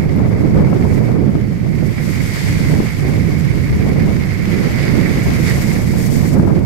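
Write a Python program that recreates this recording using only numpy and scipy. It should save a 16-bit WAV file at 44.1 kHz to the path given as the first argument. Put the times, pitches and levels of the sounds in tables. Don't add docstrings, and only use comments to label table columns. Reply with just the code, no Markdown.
import sys
import numpy as np
from scipy import signal
from scipy.fft import rfft, irfft
from scipy.io import wavfile
from scipy.ndimage import uniform_filter1d

SR = 44100
rng = np.random.default_rng(int(sys.argv[2]) if len(sys.argv) > 2 else 0)


def generate_wav(signal):
    frames = np.transpose(np.atleast_2d(signal))
    scaled = np.clip(frames, -1, 1) * 32767
    pcm = np.round(scaled).astype(np.int16)
    wavfile.write(sys.argv[1], SR, pcm)


N = 293265
TIME_S = np.arange(N) / SR
FREQ_HZ = np.maximum(np.arange(N // 2 + 1) * SR / N, 1)
LEFT, RIGHT = 1, -1

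# f/Hz, level/dB
RASP = [(300, -11), (750, 0.5), (1400, -12.5), (2200, -22), (6000, -63)]


def undb(db):
    return 10 ** (np.asarray(db) / 20)


def response(points):
    hz, db = np.transpose(points)
    return undb(np.interp(np.log(FREQ_HZ), np.log(hz), db))


def colour(x, spectrum):
    y = irfft(rfft(x) * response(spectrum), N)
    return y / np.std(y)


def walk(rate_hz):
    y = irfft(rfft(rng.standard_normal(N)) / (1 + (FREQ_HZ / rate_hz) ** 4), N)
    return y / np.std(y)


def even(x, span_samples):
    power = uniform_filter1d(x ** 2, span_samples)
    return x / np.sqrt(uniform_filter1d(power, span_samples) + 1e-12)


def droplets(per_s, spread_db):
    hit = rng.random(N) < per_s / SR
    size = undb(spread_db * np.minimum(rng.exponential(size=N), 5))
    y = hit * size * rng.choice([-1, 1], N)
    return y / np.std(y)


def breakers():
    # t at full strength/s, rise/s, hold/s, decay/s, roar/dB, hiss/dB
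    waves = [(0.0, .1, 1.13, 0.024, -41, -52), (0.912, .15, 0.054, 0.11, -38, -44.5),
             (2.14, 0.28, 0.43, 0.76, -30.5, -37), (2.373, .1, 0.027, .08, -29.5, -47),
             (3.092, 0.8, 2.3, 0.39, -34, -46.5), (4.704, 0.5, 0.78, 0.23, -29, -43),
             (5.49, 0.39, 0.27, 0.24, -31, -34), (6.024, 0.12, 0.13, 0.19, -37.5, -33.5),
             (6.243, 0.16, 0.094, .04, -35.5, -40.5)]
    roar_power, hiss_power = undb(-39.5) ** 2, undb(-53.5) ** 2
    for at_s, rise_s, hold_s, decay_s, roar_db, hiss_db in waves:
        age_s = TIME_S - at_s
        swell = np.exp(-np.maximum(-age_s, 0) / rise_s - np.maximum(age_s - hold_s, 0) / decay_s)
        roar_power += (swell * undb(roar_db)) ** 2
        hiss_power += (swell * undb(hiss_db)) ** 2
    return 10 * np.log10(roar_power), 10 * np.log10(hiss_power)


def surf(level_db, churn_db, bubble_db):
    # f/Hz, level/dB
    spectrum = [(100, -6), (400, -1), (900, 1), (2000, 0), (3500, -6.5), (6000, -8), (9000, -16.5),
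                (15000, -22)]
    foam = rng.standard_normal(N) + undb(bubble_db) * droplets(per_s=1500, spread_db=7.5)
    return colour(foam, spectrum) * undb(level_db + churn_db * walk(rate_hz=18))


def slaps(side):
    # t/s, level/dB, rise/s, decay/s, left minus right/dB
    landings = [(2.39, -32.5, 0.15, 0.44, 0), (4.84, -32.5, 0.045, 0.067, -9),
                (5.475, -31, 0.029, 0.074, 5.5), (5.73, -40, 0.034, .03, 13)]
    swell = np.zeros(N)
    for at_s, db, rise_s, decay_s, pan_db in landings:
        age_s = TIME_S - at_s
        swell += undb(db + side * pan_db / 2) * np.exp(-np.maximum(-age_s / rise_s, age_s / decay_s))
    crash = rng.standard_normal(N) + droplets(per_s=1300, spread_db=1.5)
    spectrum = [(700, -18), (2000, -1.5), (3300, 2.5), (6000, 0.5), (9000, 0), (15000, -27)]
    return swell * colour(crash, spectrum)


def spray(level_db, sheet_db, patter_db):
    # f/Hz, level/dB
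    spectrum = [(1000, -36), (3000, -6.5), (5500, 3.5), (8000, 3), (12000, -4.5), (15500, -4)]
    fall = rng.standard_normal(N) + undb(patter_db) * droplets(per_s=3000, spread_db=1.5)
    return colour(fall, spectrum) * undb(level_db + sheet_db * walk(rate_hz=27))


def near_drops(gain_db, decay_s):
    # t/s, relative level/dB
    drops = [(0.162, -35), (5.499, -19), (5.6002, -28), (5.984, -21), (6.5954, -35)]
    envelope = sum(undb(db + gain_db) * (TIME_S >= at_s) * np.exp(-np.abs(TIME_S - at_s) / decay_s)
                   for at_s, db in drops)
    return envelope * colour(rng.standard_normal(N), [(2000, -22), (6000, -2), (11000, 4), (15500, -6)])


def sea(side):
    roar_db, hiss_db = breakers()
    spray_pan_db = 4.5
    roar = surf(roar_db - 3, churn_db=1.5, bubble_db=-7.5)
    crashes = slaps(side)
    hiss = spray(hiss_db + 0.5 + side * spray_pan_db / 2, sheet_db=1.5, patter_db=-12.5)
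    return roar + crashes + hiss


def microphone(x, side):
    # f/Hz, level/dB
    mic_left = [(100, 1), (1000, 1), (2000, -2), (4000, -1), (7000, -1), (13000, 1.5), (15500, -6)]
    mic_right = [(100, -1), (500, 9), (850, -7.5), (1400, -3.5), (2300, -1), (3000, -6.5), (4200, -11),
                 (7000, -18.5), (10000, -22.5), (15500, -19)]
    # f/Hz, width/Hz, level/dB
    port_left = [(2800, 1300, 3.5), (4820, 740, 2), (9300, 1700, -4), (11900, 1900, 3.5)]
    port_right = [(1867, 700, 6), (2188, 484, 12), (2970, 320, -6.5), (4790, 1300, 15), (5860, 400, -6),
                  (6330, 910, 4), (12500, 1800, 12)]
    sensitivity, port = (mic_left, port_left) if side == LEFT else (mic_right, port_right)
    port_db = sum(db / (1 + (2 * (FREQ_HZ - hz) / width_hz) ** 2) for hz, width_hz, db in port)
    return irfft(rfft(x) * response(sensitivity) * undb(port_db), N)


def gusts(side):
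    # t/s, half-width/s, rumble/dB, flutter/dB, pan (0 right, 1 left)
    passes = [(0.207, 0.032, 4, 1.5, 0.7), (0.595, 0.064, 4.5, 7.5, 0.68), (0.988, .06, 1.5, 1.5, 0),
              (1.05, 0.11, -3.5, -1.5, 1), (1.348, .025, -1, 1.5, 1), (1.853, 0.081, 3.5, 9.5, 0),
              (1.95, 0.023, -6, 0, 0.1), (2.092, 0.027, 3, 8.5, 0), (2.21, 0.051, 3.5, -5, .25),
              (2.353, 0.066, -4, 2.5, 0.2), (2.523, 0.065, 5.5, 0, .7), (2.707, 0.077, 5, 4, 0.63),
              (3.052, 0.03, 2, 5.5, 1), (3.19, 0.054, 2, 3, 0.6), (3.512, .13, 4.5, 0, 0.15),
              (3.73, 0.046, 13.5, 2, 0.99), (4.05, 0.058, 4.5, 3, 0.84), (4.638, 0.13, -0.5, 10, 0),
              (4.96, 0.072, 3.5, 9.5, 0.02), (5.175, 0.016, 7, 11, 1), (5.29, 0.034, 9, 6, 1),
              (5.43, 0.021, 5, -6.5, 0.76), (5.582, 0.024, 6, 6, 1), (6.177, 0.081, 2.5, 1, 0)]
    extra_rumble_db, extra_flutter_db = np.zeros(N), np.zeros(N)
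    for at_s, width_s, rumble_db, flutter_db, pan in passes:
        facing = np.clip(1 + side * (2 * pan - 1), 0, 1)
        swell = facing * np.exp(-((TIME_S - at_s) / width_s) ** 2)
        extra_rumble_db += rumble_db * swell
        extra_flutter_db += flutter_db * swell
    return extra_rumble_db, extra_flutter_db


def eddies(side, growth, wander_db, wander_hz):
    # t/s, level re usual strength/dB
    force = [(0.0, -0.2), (0.66, 3), (1.21, 2.7), (1.41, -1.8), (1.49, -6), (1.7, -3), (1.88, -7),
             (2.45, -7), (2.82, 0), (2.89, -11.5), (3.05, -1.9), (3.69, -5.5), (3.88, 3), (4.34, -6.5),
             (4.5, -2.5), (6.3, -0.5), (6.39, 6), (6.65, 0.3)]
    force_db = np.interp(TIME_S, *np.transpose(force))
    return [slope * force_db + gust_db + spread_db * walk(wander_hz)
            for slope, gust_db, spread_db in zip(growth, gusts(side), wander_db)]


def buffets(cycles, rasp_gain_db, rasp_s):
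    # t/s, level/dB, f/Hz, relative rasp/dB
    thumps = [(0.609, -2.5, 170, -21), (0.731, -6, 497, -6.5), (0.852, -6, 594, -18),
              (1.093, -10, 500, -21), (1.167, -8, 450, -14), (1.354, 1, 230, -9.5), (2.505, -12, 140, -23),
              (2.804, 1.5, 275, -13), (3.328, -6.5, 228, -36), (3.866, -9, 450, -20),
              (5.939, -10, 238, -16), (6.368, -5, 400, -11.5), (6.397, 3, 220, -10), (6.477, -6, 273, -7)]
    out, rasp = np.zeros(N), colour(rng.standard_normal(N), RASP)
    for at_s, db, hz, rasp_db in thumps:
        near = np.abs(TIME_S - at_s) < 0.05
        age_s = TIME_S[near] - at_s
        swing = np.sin(2 * np.pi * age_s * hz + rng.uniform(0, 2 * np.pi))
        out[near] += undb(db) * np.exp(-(age_s * hz / cycles) ** 2) * swing
        out[near] += undb(rasp_db + rasp_gain_db) * np.exp(-(age_s / rasp_s) ** 2) * rasp[near]
    return out


def wind(eddy_db, rumble_spectrum, flutter_spectrum, rumble_db, flutter_db, burst_db, burst_hz, tear_db):
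    large_db, small_db = eddy_db
    rumble = even(colour(rng.standard_normal(N), rumble_spectrum), span_samples=1800)
    bursts = undb(burst_db * walk(burst_hz))
    flutter = even(colour(rng.standard_normal(N) * bursts, flutter_spectrum), span_samples=1300)
    tear = even(colour(rng.standard_normal(N) * bursts ** 2, RASP), span_samples=1300)
    flutter += undb(tear_db) * tear
    return rumble * undb(large_db + rumble_db) + flutter * undb(small_db + flutter_db)


def gale():
    # f/Hz, level/dB
    rumble_left = [(15, -23), (40, -7), (70, 4), (105, 0.5), (170, -3), (280, -8.5), (500, -25.5),
                   (1200, -63)]
    rumble_right = [(15, -13), (40, -17), (70, -7.5), (110, -.5), (150, 1), (200, -4), (290, -16.5),
                    (500, -26.5), (1200, -92)]
    # f/Hz, level/dB
    flutter_left = [(80, -50), (200, -6), (350, -0.5), (550, -4), (850, -13), (1300, -19.5), (2200, -33),
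                    (5000, -78)]
    flutter_right = [(100, -17.5), (220, 2.5), (320, -0.5), (480, -9.5), (650, -18.5), (900, -31.5),
                     (1500, -35), (4000, -85)]
    exposed_db = eddies(LEFT, growth=(0.54, 1.22), wander_db=(0.85, 2.1), wander_hz=15)
    sheltered_db = eddies(RIGHT, growth=(0.41, 1.34), wander_db=(0.87, 2.35), wander_hz=13.6)
    thumps = buffets(cycles=0.48, rasp_gain_db=-10, rasp_s=0.0043)
    left = wind(exposed_db, rumble_left, flutter_left, rumble_db=-19.5, flutter_db=-26.5,
                burst_db=1.5, burst_hz=45, tear_db=-14)
    right = wind(sheltered_db, rumble_right, flutter_right, rumble_db=-11, flutter_db=-19.5,
                 burst_db=3, burst_hz=39.6, tear_db=-35)
    return np.array([left + thumps, right])


def scene():
    drops = near_drops(gain_db=-2.5, decay_s=0.0018)
    water = np.array([microphone(sea(side) + drops, side) for side in (LEFT, RIGHT)])
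    return water + gale()


def record(dry):
    top_hz = 15600
    rounded = dry / (1 + dry ** 12) ** (1 / 12)
    lowpass = signal.ellip(10, 0.05, 50, top_hz, fs=SR, output="sos")
    return signal.sosfiltfilt(lowpass, rounded)


dry = scene()
out = record(dry)
generate_wav(out)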